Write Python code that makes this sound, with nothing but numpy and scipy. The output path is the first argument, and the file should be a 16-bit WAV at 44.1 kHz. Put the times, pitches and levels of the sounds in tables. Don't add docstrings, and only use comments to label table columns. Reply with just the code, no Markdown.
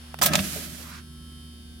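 import sys
import numpy as np
from scipy import signal
from scipy.fft import rfft, irfft
from scipy.io import wavfile

SR = 44100
rng = np.random.default_rng(int(sys.argv[2]) if len(sys.argv) > 2 else 0)


def unload_wav(signal):
    wavfile.write(
        sys.argv[1],
        SR,
        np.round(np.clip(np.atleast_2d(signal).T, -1, 1) * 32767).astype(np.int16),
    )


N = 79380
TIME = np.arange(N) / SR
FREQ = np.maximum(np.fft.rfftfreq(N, 1 / SR), 1)
BUZZ_HZ, TOP_HZ = 120, 15900
BLOW_LIKENESS, RUSH_PAN_DB = 0.31, -4.5

# pitch in Hz, peak level in dB,
# time of one peak in seconds, seconds between peaks.
WHINE_PARTIALS = [(720, -71, 1.75, 1.7), (1080, -68, 1.3, 1.3), (1320, -60, 1.25, .9),
                  (1560, -63, 1.85, .9), (3000, -60, 1.8, 1.5), (3120, -52.5, 1.38, .85),
                  (3600, -61, 1.8, 2.2), (4560, -60.5, 1.65, 1.6), (4800, -62, 1.5, 1.1),
                  (11040, -70, 1.17, .62)]


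def undb(db):
    return 10 ** (np.asarray(db) / 20)


def curve(table):
    seconds, db = np.array(table).T
    return undb(np.interp(TIME, seconds, db))


def colour(table, hz=FREQ):
    points_hz, db = np.array(table).T
    return undb(np.interp(np.log(hz), np.log(points_hz), db))


def resonances(modes):
    return np.sqrt(sum(undb(db) ** 2 / (1 + ((FREQ ** 2 - hz ** 2) / (FREQ * width)) ** 2) ** 2
                       for hz, width, db in modes))


def shaped(x, gain):
    return irfft(rfft(x) * gain / np.sqrt(np.mean(gain ** 2)), N)


def pair(likeness):
    return np.sqrt(likeness) * rng.standard_normal(N) + np.sqrt(1 - likeness) * rng.standard_normal((2, N))


def pan(db):
    return undb(np.array([[db], [-db]]) / 2)


def placed(x):
    # frequency in Hz, left minus right in dB.
    balance = [(700, 1), (1300, -5.5), (3000, -1.5), (8500, -7.5), (14000, 1)]
    left, right = rfft(x)
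    mid = (left + right) / 2
    side = (left - right) / 2 * np.minimum(FREQ / 1280, 1)
    lean = np.sqrt(colour(balance))
    return irfft(np.array([(mid + side) * lean, (mid - side) / lean]), N)


def walk(rate_hz):
    drift = irfft(rfft(rng.standard_normal(N)) * np.exp(-(FREQ / rate_hz) ** 2) * (FREQ > 1), N)
    return drift / (drift.std() + 1e-18)


def decay(start, t60, contact_s=0.0003):
    age = np.maximum(TIME - start, 0)
    return (1 - np.exp(-age / contact_s)) * np.exp(-np.log(1000) * age / t60)


def fan(air_db=-55.5):
    # pitch in Hz, level in dB, waver in dB.
    tones = [(75.35, -46.5, 0), (151, -58.5, 8)]
    # frequency in Hz, relative level in dB.
    air_colour = [(25, -26), (48, 10), (100, -3.5), (200, -1.5), (450, -16.5), (900, -21.5), (2200, -21.5),
                  (11000, -26.5), (12500, -27.5)]
    drone = 0
    for hz, db, waver_db in tones:
        level = np.sqrt(2) * undb(db + waver_db * walk(rate_hz=1.8))
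        drone = drone + level * np.sin(2 * np.pi * hz * TIME + 0.53 * walk(rate_hz=4.1))
    mid, side = shaped(rng.standard_normal((2, N)), colour(air_colour))
    side = irfft(rfft(side) * np.minimum(FREQ / 566, 1), N)
    return drone * pan(db=-2.1) + undb(air_db) * np.array([mid + side, mid - side])


def supply(waver_db=2.8, wavers_per_s=3, wide_hz=900):
    # frequency in Hz, level in dB.
    outline = [(120, -63), (240, -47.5), (360, -62.5), (480, -73.5), (900, -80), (1500, -69.5),
               (2100, -79.5), (3200, -67.5), (3900, -72.5), (4700, -69.5), (7000, -83), (11100, -70.5),
               (12000, -88)]
    # time in seconds, gain in dB.
    treble_swell = [(.1, 2), (1.15, 1), (1.42, 2), (1.6, -0.5)]
    out, swell = 0, curve(treble_swell)
    knots = np.arange(0, TIME[-1] + 1, 1 / wavers_per_s)
    whining = [row[0] for row in WHINE_PARTIALS]
    for hz in np.setdiff1d(np.arange(BUZZ_HZ, TOP_HZ, BUZZ_HZ), whining):
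        wide = min(hz / wide_hz, 1) ** 2
        phase = rng.uniform(0, 2 * np.pi) + wide * rng.uniform(-np.pi, np.pi, (2, 1))
        scatter = rng.standard_normal() + rng.standard_normal((2, len(knots)))
        levels = undb(waver_db * np.sqrt(wide) * scatter)
        waver = np.array([np.interp(TIME, knots, side) for side in levels]) * (1 + wide * (swell - 1))
        out = out + colour(outline, hz) * waver * np.sin(2 * np.pi * hz * TIME + phase)
    return out


def whine(dip_db=10):
    out = 0
    for hz, db, loudest, period in WHINE_PARTIALS:
        level = undb(db - dip_db * np.sin(np.pi * (TIME - loudest) / period) ** 2)
        phase = rng.uniform(0, 2 * np.pi) + rng.uniform(-2.9, 1, (2, 1))
        out = out + level * np.sin(2 * np.pi * hz * TIME + phase)
    return out * pan(db=-1)


def early_noise():
    # time in seconds, level in dB.
    fade = [(.12, -54), (.4, -100)]
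    return shaped(pair(BLOW_LIKENESS), resonances([(1070, 4300, 0)])) * curve(fade)


def switch(metal_db=-24.5, ring_build_s=0.031, tail_db=-53):
    # start in seconds, level in dB, then knock, treble and
    # top-treble tone in dB, t60 in seconds.
    blows = [(0.1424, -21, 5, -16, -14, 0.011), (0.188, -31, 0.5, -5, -5, 0.041),
             (0.2142, -17, 1, -7, -7, 0.081), (0.2202, -8, 13, 14, -6, 0.026),
             (0.227, -15.5, -4, 16, 20, 0.064), (0.2348, -17.5, -8, 6.5, 0, 0.11),
             (0.2582, -10, -3.5, -2, 13, 0.037), (0.2611, -13.5, -5.5, 2, -0.5, 0.074),
             (0.3344, -13.5, -5, -4, -13, 0.035), (0.3537, -9, -7.5, -1, -11.5, 0.031),
             (0.3902, -19, -9.5, -15, -32, 0.037)]
    # frequency in Hz, relative level in dB.
    crack_colour = [(100, -38), (400, -9.5), (640, 8), (850, 4), (1200, 0), (1900, -3), (3500, 0),
                    (6500, -5.5), (9000, -4.5), (13000, -3), (16000, -7.5)]
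    # pitch in Hz, relative level in dB, t60 in seconds.
    metal_modes = [(590, 0, .14), (650, 5, .12), (1030, 8, .07), (1275, 0, .15), (2400, -1, .14),
                   (3338, 2, .18), (3553, 2, .18), (5925, -3, .18), (8030, -4, .15), (9644, -7, .15),
                   (12173, -2, .12), (13725, -1, .08)]
    out = 0
    for start, db, knock_db, treble_db, top_db, t60 in blows:
        tone = [(1100, knock_db), (2400, 0.0059), (7000, treble_db), (13000, top_db)]
        burst = pair(BLOW_LIKENESS) * (decay(start, t60) + undb(tail_db) * decay(start, t60=0.37))
        crack = shaped(burst, colour(crack_colour) * colour(tone))
        metal = 0
        for hz, mode_db, ring_s in metal_modes:
            ring = np.sin(2 * np.pi * hz * TIME + rng.uniform(0, 2 * np.pi, (2, 1)))
            metal = metal + undb(mode_db) * colour(tone, hz) * decay(start, ring_s) * ring
        build = min(t60 / ring_build_s, 1) ** 2
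        out = out + undb(db) * (crack + undb(metal_db) * build * metal)
    return placed(out)


def cabinet():
    # time in seconds, level in dB.
    boom_level = [(.2, -40.5), (.31, -28.5), (.44, -33), (.5, -40.5), (.78, -46), (1.1, -54.5)]
    # frequency in Hz, relative level in dB.
    boom_colour = [(30, -52), (70, -14.5), (115, -14.5), (160, -1.5), (195, -4.5), (330, -15.5), (450, -27),
                   (900, -97)]
    # centre in seconds, pitch in Hz, level in dB, half length in seconds.
    thumps = [(.395, 193.2, -27, 0.068), (0.403, 81.3, -27, 0.0145)]
    boom = shaped(pair(likeness=0.74), colour(boom_colour)) * curve(boom_level)
    thump = sum(undb(db) * np.exp(-((TIME - at) / half) ** 2) * np.sin(2 * np.pi * hz * (TIME - at))
                for at, hz, db, half in thumps)
    return ((boom + thump) * pan(db=-2.5) + rattle()) * (TIME > boom_level[0][0])


def rattle(taps_per_s=800, scatter_db=2):
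    # time in seconds, level in dB.
    level = [(.212, -66), (.225, -26), (.275, -29), (.35, -23), (.43, -42), (.95, -59.5), (1.05, -100)]
    # centre in Hz, width in Hz, relative level in dB.
    modes = [(628, 88, 1.5), (712, 186, -3.5), (1250, 270, -7), (1670, 1800, -11.5)]
    hits = rng.random(N) < taps_per_s / SR
    taps = hits * undb(scatter_db * rng.standard_normal(N)) * rng.choice([-1, 1], N)
    burst = pair(BLOW_LIKENESS) * decay(0, t60=0.026)
    chatter = irfft(rfft(taps) * rfft(burst), N)
    return placed(shaped(chatter / chatter.std(), resonances(modes)) * curve(level))


def rush(flutter_db=1.2):
    # time in seconds, level in dB.
    level = [(.22, -52), (.29, -45.5), (.385, -32), (.6, -35), (.68, -41.5), (.82, -43), (.98, -55),
             (1.05, -85)]
    # frequency in Hz, relative level in dB.
    hiss_colour = [(400, -3), (900, -8), (1500, 1.5), (5500, 2), (8000, 0.5), (12000, 2.5), (16000, -7)]
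    hiss = shaped(pair(likeness=0.049), colour(hiss_colour)) * curve(level)
    return hiss * undb(flutter_db * walk(rate_hz=33)) * (TIME > level[0][0]) * pan(RUSH_PAN_DB)


def knocks(body_hz=510, width_hz=270):
    # start in seconds, level in dB.
    hits = [(0.56, -35), (.798, -48.5)]
    body = shaped(pair(BLOW_LIKENESS), resonances([(body_hz, width_hz, 0)]))
    return placed(body * sum(undb(db) * decay(at, t60=0.16) for at, db in hits))


def scrape(peak_s=0.94, rise_oct_per_s=1.6, flutter_db=1.2):
    # time in seconds, level in dB.
    level = [(.6, -76), (.86, -49.5), (.94, -42), (.985, -45), (1.06, -74)]
    # centre at the peak in Hz, half width in Hz, relative level in dB.
    modes = [(1307, 350, -3), (2250, 720, -8), (4520, 2200, -7)]
    glide_time = np.cumsum(2 ** (rise_oct_per_s * (TIME - peak_s))) / SR
    out = 0
    for hz, width, db in modes:
        rough = signal.hilbert(shaped(pair(BLOW_LIKENESS), resonances([(hz, 2 * width, 0)])))
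        pitch_shift = np.exp(2j * np.pi * hz * (glide_time - TIME))
        out = out + undb(db) * (rough * pitch_shift).real
    return out * curve(level) * undb(flutter_db * walk(rate_hz=110)) * pan(RUSH_PAN_DB)


def scene():
    trip = switch() + cabinet() + knocks() + rush() + scrape()
    return trip + supply() + whine() + fan() + early_noise()


def record(dry):
    rounded = dry / (1 + (dry / .85) ** 4) ** .25
    return signal.sosfilt(signal.ellip(10, .2, 80, TOP_HZ, fs=SR, output="sos"), rounded)


dry = scene()
out = record(dry)
unload_wav(out)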